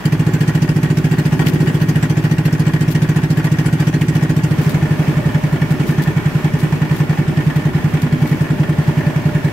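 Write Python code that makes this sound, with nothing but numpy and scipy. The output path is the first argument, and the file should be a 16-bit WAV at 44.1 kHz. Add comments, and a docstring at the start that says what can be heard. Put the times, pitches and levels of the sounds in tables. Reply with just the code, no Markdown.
"""Outrigger boat, throttling back

On board, close to a single-cylinder engine that runs at cruising speed, then drops to an idle.
Each firing booms through the muffler, knocks the hull and sets the metalwork clattering; loose steel
rattles, hardest under load. Astern the wake hisses, fading as the boat loses way.
Now and then something brushes the left microphone port."""
import sys
import numpy as np
from scipy import signal
from scipy.fft import rfft, irfft, next_fast_len
from scipy.io import wavfile
from scipy.ndimage import uniform_filter1d, minimum_filter1d, map_coordinates

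SR = 44100
rng = np.random.default_rng(int(sys.argv[2]) if len(sys.argv) > 2 else 0)


def pcm_store(signal):
    """Save signal as 16-bit PCM."""
    levels = np.round(np.clip(np.atleast_2d(signal), -1, 1) * 32767)
    wavfile.write(sys.argv[1], SR, levels.astype(np.int16).T)


N = 419832

# Engine speed. Each row: time in seconds, firings a second.
ENGINE_SPEED = [(0.0, 14.047), (1.58, 14.312), (1.88, 14.058), (3.23, 14.171), (3.44, 14.078),
                (4.4, 14.145), (4.67, 12.601), (5.1, 11.301), (5.6, 11.031), (6.62, 10.685), (7.18, 10.88),
                (7.4, 10.649), (8.56, 10.565), (8.75, 10.73), (9.52, 10.481)]
# Piston and valve blows. Each row: position as a share of the cycle, relative level in dB.
CYCLE_BLOWS = [(.02, 4.5), (.17, -1), (.38, 2.5), (.62, -6), (.86, 0)]
# Hard landings of loose metal. Each row: start in seconds, gain in dB.
CLACK_HITS = [(1.251, -36), (1.466, -19.5), (2.029, -34), (2.949, -31), (4.010, -29), (8.488, -40)]
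# Rubs on the left port. Each row: start in seconds, level in dB, length in seconds.
PORT_BRUSHES = [(1.464, -24.5, 0.027), (2.905, -27.5, 0.023), (4.615, -33.5, 0.031), (4.691, -30, 0.025),
                (5.707, -32, .016), (5.868, -32, .044), (6.02, -31, 0.023), (6.591, -31, 0.024),
                (6.952, -33, 0.04), (7.559, -31.5, .011), (8.017, -30.5, .013), (8.268, -34, 0.029)]

# Swells. Each row: time of the crest in seconds, half length in seconds, level in dB.
WATER_SURGES = [(1.55, 0.39, -23), (4.7, 0.24, -27), (5.866, 0.11, -24.5)]
SINGING_SWELLS = [(5.153, 0.45, -36.5), (9.098, 0.74, -39.5)]

# Resonances. Each row: frequency in Hz, width in Hz, relative level in dB.
HULL_MODES = [(57.2, 5.9, -2.5), (110.94, 2.36, 13.5), (188.5, 6.8, 5), (257.9, 18, 5.5), (309.4, 24, 3.5),
              (369.3, 5.1, 0.5), (398, 10, -17.5), (439, 5.3, -24)]
PANEL_MODES = [(601, 32, 7.5), (847, 49, -6)]
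LOADED_PART_MODES = [(872, 50, -8), (1121, 30, -6.5), (1563, 32, -5.5), (1711, 64, -2), (1869, 33, 1.5),
                     (2280, 110, -12), (4535, 31, -18)]  # engine parts under load
IDLE_PART_MODES = [(846, 39, -5.5), (1010, 100, -7.5), (1696, 27, -1), (1797, 60, 3), (1913, 33, -7),
                   (2243, 19, 0.5)]  # engine parts at idle

# Noise spectra. Each row: frequency in Hz, relative spectral density in dB.
WAKE_SPECTRUM = [(300, 6), (1000, 14.5), (2500, 10), (3900, -0.5), (5200, -1), (7500, -5.5), (10200, -9),
                 (12300, -0.5), (16000, -10)]
SURGE_SPECTRUM = [(100, -25), (200, 1), (340, 0.5), (450, -9), (900, -40.5)]
BRUSH_SPECTRUM = [(1500, 0), (4000, 4.5), (7000, -1), (10000, -2.5), (13000, 2.5), (16000, -3)]
CLACK_SPECTRUM = [(300, -25), (900, -32), (2000, 14.5), (3200, 12), (4500, -11), (9000, -33), (16000, -30)]
RATTLE_SPECTRUM = [(700, -28), (1600, 10.5), (3000, 6.5), (3800, 0.5), (4600, 3), (7500, 1), (10200, -4.5),
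                   (12500, 1), (15500, -6)]
CASING_SPECTRUM = [(250, -30), (520, -2.5), (800, 1.5), (1100, -1.5), (1400, -1.5), (1900, -7), (2700, -10),
                   (3300, -9.5), (3900, -29), (6000, -40), (10000, -59)]
SHUDDER_SPECTRUM = [(20, -16), (36, -15), (55, -9.5), (95, -0.5), (180, 0), (300, -2), (420, -6.5),
                    (550, -21), (1200, -49)]

# How alike the two microphone ports hear the boat. Each row: frequency in Hz, correlation from 0 to 1.
PORT_LIKENESS = [(60, 1), (160, 0.6), (350, 0.72), (700, 0.56), (1400, 0.31), (2800, 0.1), (6000, 0)]
# The right port's dull treble. Each row: frequency in Hz, gain in dB.
RIGHT_PORT = [(8500, 0), (10500, -2.0), (12500, -16.0), (16000, -1)]

IDLE_HZ, CRUISE_HZ = 10.5, 14.1  # firing rates at propeller load 0 and 1
# Gains in dB. Each pair: idling, under load.
EXHAUST_DB, HULL_DB, PANEL_DB = (-14.5, -14.5), (-25, -23.5), (-39, -42)
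CLATTER_DB, RATTLE_DB = (-33, -31), (-39.5, -37.5)
THUD_DB, SHUDDER_DB = (-15, -16.5), (1, -4.5)  # against the muffler's boom; against the hull's knocks


def amp(db):
    """Decibels to gain."""
    return 10 ** (np.asarray(db) / 20)


def unit(x):
    """x at rms 1."""
    return x / np.sqrt(np.mean(x ** 2) + 1e-20)


def along(points, hz):
    """(Hz, value) points read on a log axis."""
    f, v = np.transpose(points)
    return np.interp(np.log(hz + 1), np.log(f + 1), v)


def by_load(levels_db, load):
    """Gain between a part's idling level and its level under load."""
    idle_db, loaded_db = levels_db
    return amp(idle_db + (loaded_db - idle_db) * load)


def swell(s, half_s):
    """A smooth rise to 1 at time s and the fall after it."""
    return np.exp(-((np.arange(N) / SR - s) / half_s) ** 2)


def wobble(rate):
    """A smooth random curve, rate knots a second."""
    knots = rng.standard_normal(int(N * rate / SR) + 4)
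    return map_coordinates(knots, [np.arange(N) * rate / SR])


def filtered(x, response):
    """x times a complex response of frequency."""
    n = x.shape[-1]
    padded = next_fast_len(n + SR // 2)
    return irfft(rfft(x, padded) * response(np.fft.rfftfreq(padded, 1 / SR)), padded)[..., :n]


def resonance(f, hz, width_hz):
    """Causal response of one damped resonance."""
    return 1j * f * width_hz / (hz * hz - f * f + 1j * f * width_hz)


def rung(x, modes):
    """x rung through a set of resonances."""
    return filtered(x, lambda f: sum(amp(db) * resonance(f, hz, width) for hz, width, db in modes))


def spread(pair):
    """Two unrelated signals as left and right: shared in the bass, apart in the treble."""
    turn = lambda f: np.arccos(np.clip(along(PORT_LIKENESS, f), -1, 1)) / 2
    mid, side = filtered(pair, lambda f: np.array([np.cos(turn(f)), np.sin(turn(f))]))
    return np.array([mid + side, mid - side])


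def coloured(x, spectrum):
    """x shaped by a spectrum, at rms 1."""
    return unit(filtered(x, lambda f: amp(along(spectrum, f))))


def pulses(times, sizes):
    """Impulses of the given sizes at the given times."""
    at = np.round(times * SR).astype(int)
    inside = (at >= 0) & (at < N)
    return np.bincount(at[inside], sizes[inside], N)


def strokes(crank, share, scatter_db, jitter_s):
    """One impulse a cycle, when the crank passes the given share of it."""
    cycles = np.arange(int(crank[-1]) + 1) + share
    late, size = rng.standard_normal((len(cycles), 2)).T
    times = np.interp(cycles, crank, np.arange(N) / SR, left=-1, right=-1)
    return pulses(times + jitter_s * late, amp(scatter_db * size))


def bursts(hits, rise_s, t60):
    """The envelope that follows each hit: a quick swell, then a decay of 60 dB in t60 seconds."""
    t = np.arange(SR // 3) / SR
    envelope = (1 - np.exp(-t / rise_s)) * amp(-60 * t / t60)
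    return signal.fftconvolve(hits, envelope)[:N]


def grit(spiky_db):
    """Two channels of dense tiny contacts of very uneven size."""
    return unit(rng.standard_normal((2, N)) * amp(spiky_db * rng.standard_normal((2, N))))


def metal(x, t60):
    """x rung through the crowded, evenly strong modes of casing and boards, as each port hears them."""
    t = np.arange(SR // 8) / SR
    modes = rfft(rng.standard_normal((2, len(t))) * amp(-60 * t / t60))
    even = modes / np.sqrt(uniform_filter1d(np.abs(modes) ** 2, size=40, axis=1))
    return signal.fftconvolve(x, irfft(even), axes=1)[:, :N]


def patchy(x, depth_db):
    """Each contact rings a little differently: random patches of gain in time and frequency."""
    spectra = signal.stft(x, nperseg=512)[2]
    patches = uniform_filter1d(rng.standard_normal(spectra.shape), size=5, axis=1)
    patches = uniform_filter1d(patches, size=7, axis=2)
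    return signal.istft(spectra * amp(depth_db * unit(patches)), nperseg=512)[1][:, :N]


def wake(load, coast_s=2.1):
    """Water fizzes astern, more prominent once the engine eases, then fading as the boat loses way."""
    inertia = np.exp(-1 / (coast_s * SR))
    way = 1 + signal.lfilter([1 - inertia], [1, -inertia], load - 1)  # lags the load, from full way
    fizz = coloured(patchy(grit(spiky_db=3), depth_db=1), WAKE_SPECTRUM)
    lapping = amp(1.1 * wobble(13))
    return spread(fizz) * lapping * amp(-34.5 + 3 * way - 4.5 * load)


def surges():
    """Low rushes of water against the hull."""
    rush = spread(coloured(rng.standard_normal((2, N)), SURGE_SPECTRUM))
    return rush * sum(amp(db) * swell(s, half_s) for s, half_s, db in WATER_SURGES)


def hum(base_hz=220, rise_hz=29.6):
    """One low wavering hum rises in pitch as it swells, and sinks away."""
    strength = swell(s=8.15, half_s=0.17)
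    hz = base_hz + rise_hz * strength + 5 * wobble(44)
    tone = np.sqrt(2) * np.sin(2 * np.pi * np.cumsum(hz) / SR)
    return tone * strength * amp(-26 + 1.5 * wobble(25))


def panel(load):
    """A panel on board sings in two narrow modes, mostly at low revs, and swells now and then."""
    ring = spread(unit(rung(rng.standard_normal((2, N)), PANEL_MODES)))
    swells = sum(amp(db) * swell(s, half_s) for s, half_s, db in SINGING_SWELLS)
    return ring * (by_load(PANEL_DB, load) + swells)


def brushes():
    """Short scratchy rubs catch and slip right at the left port, faint on the right."""
    t = np.arange(N) / SR
    touch = np.zeros(N)
    for start, db, length in PORT_BRUSHES:
        corners_s = [start - .003, start + 0.00082, start + length, start + 1.57 * length]
        touch += amp(db) * np.interp(t, corners_s, [0.0037, 1.0, 0.93, 0.0014])
    catches = amp(3 * wobble(300))
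    scratch = coloured(grit(spiky_db=6), BRUSH_SPECTRUM)
    return unit(scratch * catches) * touch * amp([[0], [-13]])


def clacks():
    """Now and then a loose piece of metal lands hard."""
    starts, db = np.transpose(CLACK_HITS)
    contacts = spread(coloured(grit(spiky_db=11), CLACK_SPECTRUM))
    return contacts * bursts(pulses(starts, amp(db)), rise_s=0.00049, t60=0.14)


def rattle(crank, load):
    """Loose steel is thrown at every firing, hard under load and more gently at idle."""
    throws = strokes(crank, -0.011, scatter_db=1, jitter_s=0.00086) * (0.41 + 0.45 * load)
    shaking = bursts(throws, rise_s=0.005, t60=0.083) + 0.13 * bursts(throws, rise_s=0.0048, t60=0.13)
    contacts = grit(spiky_db=7.2) * shaking
    return coloured(patchy(metal(contacts, t60=.016), depth_db=5), RATTLE_SPECTRUM)


def clatter(crank, load):
    """Piston and valves strike at set crank angles; each blow chatters, ringing casing and parts."""
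    blows = sum(amp(db) * strokes(crank, share, scatter_db=3, jitter_s=.0005)
                for share, db in CYCLE_BLOWS)
    force = bursts(blows, rise_s=0.002, t60=0.069) + 0.31 * (1 - load)  # unbroken chatter at idle
    chatter = unit(grit(spiky_db=4) * force)
    drive = unit(grit(spiky_db=2.5) * force) + 0.55 * unit(blows) * load
    casing = coloured(patchy(metal(chatter, t60=.025), depth_db=1), CASING_SPECTRUM)
    loaded_ring = load * unit(rung(drive, LOADED_PART_MODES))
    idle_ring = (1 - load) * amp(1) * unit(rung(drive, IDLE_PART_MODES))
    parts = patchy(loaded_ring + idle_ring, depth_db=1.85)
    return spread(amp(-1.5) * casing + amp(-2) * parts)


def hull(crank, load):
    """The power stroke knocks the hull and rebounds; at idle it is uneven and the boat shudders more."""
    steady = strokes(crank, .161, scatter_db=.7, jitter_s=.00008)
    loose = strokes(crank, .187, scatter_db=1.2, jitter_s=.0008)
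    knocks = steady * load + 0.79 * loose * (1 - load)
    rebound = lambda f: 1 + .65 * np.exp(-2j * np.pi * f * .0161)  # a weaker knock 16.1 ms later
    soft_mounts = lambda f: 1 / (1 + (f / 560) ** 10)  # they pass no click
    thumps = filtered(knocks, lambda f: rebound(f) * soft_mounts(f))
    wood = unit(rung(thumps, HULL_MODES))
    shaking = 0.53 + bursts(knocks, rise_s=0.01, t60=0.16)
    shudder = coloured(rng.standard_normal((2, N)) * shaking, SHUDDER_SPECTRUM)
    return wood + by_load(SHUDDER_DB, load) * spread(shudder)


def exhaust(crank, load):
    """Each puff rings two like muffler chambers in turn, so the boom swells and dies; the pipe thuds."""
    puffs = strokes(crank, 0, scatter_db=.4, jitter_s=.0001)
    muffler = lambda f, hz, width_hz: 1j * hz / (f + 1) * resonance(f, hz, width_hz) ** 2
    loaded_boom = filtered(puffs * load, lambda f: muffler(f, hz=153.5, width_hz=33))
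    idle_boom = filtered(puffs * (1 - load), lambda f: muffler(f, hz=151.5, width_hz=31))
    pipe = lambda f: resonance(f, hz=86, width_hz=24) / (1 + (f / 250) ** 4)
    thud = filtered(puffs, pipe)
    return unit(loaded_boom + idle_boom) + by_load(THUD_DB, load) * unit(thud)


def scene():
    """The boat from on board: the crank times the engine's strokes, the load sets their balance."""
    firing_hz = np.interp(np.arange(N) / SR, *np.transpose(ENGINE_SPEED))
    crank = .29 + np.cumsum(firing_hz) / SR  # in cycles, starting partway through one
    revs = np.clip((firing_hz - IDLE_HZ) / (CRUISE_HZ - IDLE_HZ), 0, 1)
    load = revs ** 3  # the propeller's load climbs steeply with speed
    low = by_load(EXHAUST_DB, load) * exhaust(crank, load)
    low = low + by_load(HULL_DB, load) * hull(crank, load) + surges() + hum()
    middle = by_load(CLATTER_DB, load) * clatter(crank, load) + panel(load) + clacks()
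    high = by_load(RATTLE_DB, load) * rattle(crank, load) + wake(load)
    # Lows and highs sit a little right of centre.
    return low * amp([[-.4], [.4]]) + middle + high * amp([[-1.1], [1.1]]) + brushes()


def limiter(x, ceiling_db=-1.13, hold_s=0.0034):
    """Looks ahead and holds the tops of the strongest firings under the ceiling."""
    needed = np.minimum(1, amp(ceiling_db) / (np.abs(x).max(axis=0) + 1e-9))
    size = int(hold_s * SR) + 1
    return x * uniform_filter1d(minimum_filter1d(needed, 2 * size), size)


def record(dry, top_hz=15750):
    """A stereo microphone with a limiter: the right port is dull up high, and nothing passes top_hz."""
    ports = lambda f: np.array([np.ones_like(f), amp(along(RIGHT_PORT, f))])
    return filtered(limiter(dry), lambda f: ports(f) * (f < top_hz))


dry = scene()
out = record(dry)
pcm_store(out)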